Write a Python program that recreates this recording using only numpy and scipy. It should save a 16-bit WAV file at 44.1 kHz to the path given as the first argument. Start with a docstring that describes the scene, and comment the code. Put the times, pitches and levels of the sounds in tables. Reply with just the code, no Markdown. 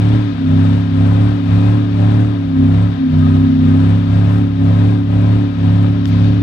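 """Behind a crowd, among parked cars, a V8 pickup holds a burnout near 4200 rpm, the throttle pumped
about twice a second. One cylinder bank dominates the exhaust, so its uneven pulses boom and growl,
and gas rasps at each firing. The spinning tyres roar, spit grit and squeal faintly once.
Late on, a flag rustles, snaps and flutters near the phone, whose right microphone is muffled."""
import sys
import numpy as np
from scipy import signal
from scipy.fft import rfft, irfft, next_fast_len
from scipy.io import wavfile
from scipy.ndimage import uniform_filter1d, minimum_filter1d

SR = 44100
rng = np.random.default_rng(int(sys.argv[2]) if len(sys.argv) > 2 else 0)


def log_audio(samples):
    """Write samples as a 16-bit WAV file to the path given in sys.argv[1]."""
    # one column per channel
    frames = np.atleast_2d(samples).T
    # limit to full scale, then quantise
    limited = np.clip(frames, -1, 1)
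    pcm = np.round(limited * 32767).astype(np.int16)
    wavfile.write(sys.argv[1], SR, pcm)


N = 283386
TIME = np.arange(N) / SR

# punch of each cylinder at the nearer tailpipe, in firing order: (level [dB])
CYLINDERS = [0, -10, -10, -2, -10, -2, 0, -10]


def undb(db):
    """Decibels to gain."""
    return 10 ** (np.asarray(db) / 20)


def curve(points, at=TIME):
    """Read a breakpoint curve, by default along the timeline."""
    return np.interp(at, *np.transpose(points))


def colour(x, spectrum):
    """EQ by an outline of (frequency [Hz], gain [dB])."""
    size = next_fast_len(N + 4096)
    f = np.maximum(np.fft.rfftfreq(size, 1 / SR), 1)
    hz, db = np.transpose(spectrum)
    gain = undb(np.interp(np.log(f), np.log(hz), db))
    return irfft(rfft(x, size) * gain, size)[..., :N]


def band(x, spectrum):
    """EQ with steep skirts past both ends, scaled to an rms of 1."""
    (low, low_db), (high, high_db) = spectrum[0], spectrum[-1]
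    shaped = colour(x, [(low / 2, low_db - 40), *spectrum, (high * 2, high_db - 40)])
    return shaped / np.sqrt(np.mean(shaped ** 2))


def walk(rate):
    """Smooth random drift with a spread near 1, changing rate times a second."""
    steps = signal.resample(rng.standard_normal(4096), 4 * 4096)
    return np.interp(TIME * rate * 4, np.arange(len(steps)), steps)


def ease(x, seconds):
    """Round the corners of a control."""
    return uniform_filter1d(x, size=max(1, int(seconds * SR)), mode="nearest")


def throttle(open_s=0.099, close_s=0.15, foot_s=0.024, crank_lag_s=0.044, flywheel_s=0.04):
    """Each pump opens, holds and shuts the throttle; the revs climb and sag, late and smoothly."""
    # pedal pumps: (press [s], lift [s], four-stroke cycle rate at press [Hz], at lift [Hz],
    # boom dip before the press [dB], extra gas [dB])
    pumps = [(-0.059, 0.141, 35.26, 37.16, 3.5, 0.5), (0.424, 0.738, 32.41, 34.82, 13, -0.8),
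             (0.907, 1.258, 33.48, 36.02, 7, 1.3), (1.434, 1.716, 34.14, 36.37, 9.0, 1),
             (1.909, 2.208, 35.01, 36.57, 6.5, 0.5), (2.539, 2.836, 32.73, 35.16, 10, -0.5),
             (3.07, 3.391, 31.6, 33.28, 16, -2.5), (3.586, 3.929, 32.2, 34.58, 6.5, 0.2),
             (4.039, 4.359, 34.17, 35.5, 6.5, 0), (4.56, 4.894, 34.01, 35.7, 7.5, -1.1),
             (5.051, 5.358, 34.76, 35.9, 7.5, -1), (5.548, 5.854, 34.1, 35.39, 11.5, -2.2),
             (6.061, 6.283, 34.3, 35.38, 5.1, -3)]
    press, lift, low_hz, high_hz, dip_db, extra_db = np.transpose(pumps)
    ramps = [np.minimum((TIME - on) / open_s, 1 - (TIME - off) / close_s) for on, off in zip(press, lift)]
    shut = 1 - ease(np.clip(np.max(ramps, axis=0), 0, 1), foot_s)
    cycle_hz = np.interp(TIME - crank_lag_s, np.c_[press, lift].ravel(), np.c_[low_hz, high_hz].ravel())
    gas_db = -34 - 8 * shut + np.interp(TIME, (press + lift) / 2, extra_db)
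    return ease(cycle_hz, flywheel_s), shut, shut * np.interp(TIME, press, dip_db), gas_db


def engine_tone(cycles, order, spread):
    """One harmonic of the engine cycle, timed by the strong and weak firings; no two cycles burn alike."""
    slots = np.arange(len(CYLINDERS)) / len(CYLINDERS)
    slots[0] += .012  # the front cylinder has the longest header, so its pulse lands late
    pattern = np.sum(undb(CYLINDERS) * np.exp(-2j * np.pi * order * slots))
    pipe_lag = np.arctan((order / 7.5) ** 4)  # the pipe holds back tones near and above its resonance
    phase = 2 * np.pi * order * cycles + np.angle(pattern) - pipe_lag
    return np.sqrt(2) * (1 + spread * walk(14)) * np.cos(phase + spread * walk(14))


def exhaust_levels(cycle_hz, shut, dip_db, cruise_hz=35, ring_lag_s=0.032, stumble_s=0.025):
    """The boom rides the throttle, the growl swells as the engine lugs, the firing tone rings the pipe."""
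    # pipe resonance, met as the revs sag: (firing rate [Hz], level [dB])
    pipe_ring = [(252, -16), (263, -12.5), (268, -16), (275, -21.5), (284, -20), (296, -20)]
    # the firing tone ducks on the hardest lifts: (time [s], gain [dB])
    stumbles = [(.355, -8.5), (2.95, -3)]
    over_hz = cycle_hz - cruise_hz
    boom_db = -11 - dip_db + 0.28 * over_hz
    growl_db = -18.5 - 0.71 * dip_db - 1.7 * over_hz
    firing_hz = len(CYLINDERS) * np.interp(TIME - ring_lag_s, TIME, cycle_hz)
    firing_db = curve(pipe_ring, firing_hz) + 0.5 * shut + walk(12)
    stumble_db = sum(db * np.exp(-.5 * ((TIME - s) / stumble_s) ** 2) for s, db in stumbles)
    return boom_db, growl_db, firing_db + stumble_db


def exhaust_note(cycles, cycle_hz, boom_db, growl_db, firing_db, gas_db, flutter_per_order=.012):
    """A cross-plane bank fires unevenly, favouring orders 3, 5 and 8; open throttle adds a high snarl."""
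    # order 11 barks through the pipe's resonances: (frequency [Hz], level against the boom [dB])
    bark_peaks = [(345, -24.5), (362, -18.5), (378, -30.5), (392, -24.5), (408, -25)]
    # weaker tones: (order, level against the main tones [dB], share following boom over firing [0-1])
    overtones = [(2, -15, 0.8), (4, -14, 0.99), (6, -9, 0.5), (7, -6.5, 0.46), (9, -22.5, 0), (10, -22, 0),
                 (12, -26.5, 0.4)]
    # ragged tones under load: (order, level against the gas [dB])
    snarl_orders = [(13, -9), (14, -9.5), (15, -4), (16, -9), (17, -3.5), (18, -15.5), (19, -2.5), (20, -9),
                    (21, -4), (22, -4.5), (23, -14), (24, -10.5), (26, -14.5)]
    # level of the snarl as the tailpipe swings toward the phone: (time [s], gain [dB])
    snarl_level = [(0, -1.5), (4.0, -2), (4.8, 2), (6.43, 2)]
    # tailpipe resonances that overtones and snarl glide through: (frequency [Hz], gain [dB])
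    tailpipe = [(170, -3.5), (195, -8), (208, -4), (235, 1), (252, -3), (292, 1), (320, -5), (360, 2.5),
                (400, -2), (425, 4), (470, -5.5), (525, 1), (560, -6), (600, 0.5), (640, -3.5)]
    # low noise under the boom: (frequency [Hz], level [dB])
    rumble_eq = [(20, -25), (45, -9.5), (65, -1.5), (110, -0.5), (190, -7.5), (270, -4), (315, -11.5),
                 (450, -19)]
    main = sum(undb(db) * engine_tone(cycles, k, k * flutter_per_order)
               for k, db in [(3, boom_db), (5, growl_db), (8, firing_db)])
    bark_db = boom_db + curve(bark_peaks, 11 * cycle_hz)
    bark = undb(bark_db) * engine_tone(cycles, 11, 11 * flutter_per_order)
    weak = sum(undb(db + share * boom_db + (1 - share) * firing_db) * engine_tone(cycles, k, spread=.22)
               for k, db, share in overtones)
    snarl = sum(undb(db) * engine_tone(cycles, k, spread=.3) for k, db in snarl_orders)
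    snarl *= undb(gas_db + curve(snarl_level))
    rumble = undb(boom_db / 2 - 20) * band(rng.standard_normal(N), rumble_eq)
    return main + bark + colour(weak + snarl, tailpipe) + rumble


def exhaust_rasp(cycles, gas_db, scatter_db=1.8, decay_firings=0.53, puff_db=5.5, unevenness=0.093):
    """Each firing lets out a puff of turbulent gas."""
    # throaty rush of the gas: (frequency [Hz], level [dB])
    gas_eq = [(300, -23), (470, -6), (530, 1), (600, 2.5), (680, -0.5), (800, 0), (900, -7.5), (1000, -0.5),
              (1200, -6), (1600, -9), (2200, -14), (4000, -22)]
    firing, age = np.divmod(len(CYLINDERS) * cycles, 1)
    firing = firing.astype(int)
    size_db = unevenness * np.take(CYLINDERS, firing, mode="wrap")
    size_db += scatter_db * rng.standard_normal(N)[firing]
    puffs = rng.standard_normal(N) * undb(size_db) * (.5 + np.exp(-age / decay_firings))
    return undb(gas_db + puff_db) * band(puffs, gas_eq)


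def tyres(gas_db, tear_db=0.4, flicker_db=0.5, grain_db=4.0, surge=0.2, grit_share=.5):
    """Rubber tears over the asphalt; more throttle and more wheelspin throw more fine grit."""
    # wheelspin roar, before the throttle's surge: (time [s], level [dB])
    wheelspin = [(0.0, -30), (0.48, -32), (0.7, -30), (0.86, -33), (1.25, -32), (2.18, -32.5),
                 (2.52, -35.5), (2.68, -34), (3.05, -33.5), (3.3, -31.5), (4.31, -33), (4.47, -35.5),
                 (4.9, -31.5), (5.01, -35), (5.33, -33), (6.43, -32)]
    # broad roar of the rubber: (frequency [Hz], level [dB])
    roar_eq = [(400, 7), (900, 2.5), (1300, 5), (1620, 3), (2000, 0.5), (2550, 0), (2850, -1), (3450, 0),
               (3650, 1), (3900, -2), (4400, -6), (4750, -9.5), (5000, -12.5), (5320, -10), (5900, -19.5),
               (6400, -17), (7200, -30.5), (12000, -40.5)]
    # sizzle of the grit: (frequency [Hz], level [dB])
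    grit_eq = [(3000, -10), (5500, -1), (7200, -2.5), (8300, 2), (9000, -3.5), (9900, -13.5),
               (12000, -11.5), (15500, -23)]
    spin_db = curve(wheelspin)
    tearing = rng.standard_normal(N) * undb(tear_db * walk(400) + flicker_db * walk(25))
    grains = rng.standard_normal(N) * undb(grain_db * np.minimum(rng.exponential(size=N), 4) + walk(120))
    roar_db = spin_db + surge * (gas_db - gas_db.mean())
    grit_db = gas_db + grit_share * (spin_db - spin_db.mean()) - 18.5
    return undb(roar_db) * band(tearing, roar_eq) + undb(grit_db) * band(grains, grit_eq)


def parked_cars(x, left_wet=0.24, right_wet=2.9, decay_s=.05):
    """Ground and bodywork scatter the treble; the shaded right microphone hears more of the echo."""
    echoes = rng.standard_normal((2, 12000)) * np.exp(-TIME[:12000] / decay_s)
    echoes /= np.linalg.norm(echoes, axis=1, keepdims=True)
    scattered = signal.fftconvolve(x[None], echoes, axes=1)[:, :N]
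    wet = np.array([[left_wet], [right_wet]])
    return (x + wet * colour(scattered, [(400, -0.5), (1200, 2.5)])) / np.hypot(1, wet)


def squeal(hz=1247, waver=.009):
    """The tread briefly sticks and slips where the engine bogs down."""
    # one faint swell: (time [s], level [dB])
    swell = [(3.05, -84), (3.15, -45), (3.28, -34), (3.45, -40), (3.7, -41), (4.0, -86)]
    phase = 2 * np.pi * np.cumsum(hz * (1 + waver * walk(60))) / SR
    return undb(curve(swell) + 4 * walk(30)) * np.sin(phase)


def cloth_bursts(events, spectrum):
    """Whipping cloth gives off short, bell-shaped bursts of noise."""
    swell = sum(undb(db) * np.exp(-.5 * ((TIME - s) / width) ** 2) for s, db, width in events)
    return swell * band(rng.standard_normal(N), spectrum)


def flag():
    """A flag rustles faintly, cracks once and flutters out; each gesture is its own stem."""
    # moves of the cloth: (time [s], level [dB], half-width [s])
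    rustles = [(4.33, -54.5, .04), (4.385, -49, 0.0016), (5.828, -52.5, 0.0038), (6.051, -51, 0.0011),
               (6.081, -47.5, 0.013)]
    snaps = [(6.0565, -16, 0.00045)]
    flutters = [(6.12, -36, 0.028), (6.25, -36.5, .06)]
    # airy rustle, hard snap and papery flutter: (frequency [Hz], level [dB])
    rustle_eq = [(1500, -2.5), (4000, 10), (8000, 3), (12500, -0.5), (15500, -8)]
    snap_eq = [(500, -6), (1100, 4), (2500, -5), (5000, -11.5), (12000, -32)]
    flutter_eq = [(2000, 1.5), (4000, 2.5), (6500, -13.5), (7600, -32)]
    snap = cloth_bursts(snaps, snap_eq)
    flutter = cloth_bursts(flutters, flutter_eq)
    return cloth_bursts(rustles, rustle_eq), snap, flutter


def scene(right_lag_s=0.00049):
    """All reaches the right microphone late and dulled, except the rustles, which are close to both."""
    # muffling of the right microphone against the left: (frequency [Hz], gain [dB])
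    right_eq = [(100, 0.5), (270, -0.33), (420, -2), (690, -9), (1120, -19.5), (1820, -16.5), (2400, -19),
                (3100, -30), (5000, -25.5), (8300, -22.5), (12000, -10.5)]
    cycle_hz, shut, dip_db, gas_db = throttle()
    cycles = np.cumsum(cycle_hz) / SR + .0015 * walk(30)
    note = exhaust_note(cycles, cycle_hz, *exhaust_levels(cycle_hz, shut, dip_db), gas_db)
    rush = parked_cars(exhaust_rasp(cycles, gas_db) + tyres(gas_db))
    truck = note + rush + squeal()
    rustle, snap, flutter = flag()
    left, right = truck + snap + flutter
    right = colour(np.interp(TIME - right_lag_s, TIME, right), right_eq)
    return np.array([left, right]) + rustle


def record(dry, notch_hz=4090, skirt_hz=110, notch_db=-10, ceiling=.9, top_hz=15700):
    """The phone has a narrow dip in the treble, eases down the loudest peaks and cuts the top."""
    dipped = colour(dry, [(notch_hz - skirt_hz, 0), (notch_hz, notch_db), (notch_hz + skirt_hz, 0)])
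    needed_gain = np.minimum(1, ceiling / (np.abs(dipped).max(axis=0) + 1e-9))
    gain = uniform_filter1d(minimum_filter1d(needed_gain, size=900), size=900)
    return signal.sosfilt(signal.ellip(8, .2, 70, top_hz, fs=SR, output="sos"), gain * dipped)


dry = scene()
out = record(dry)
log_audio(out)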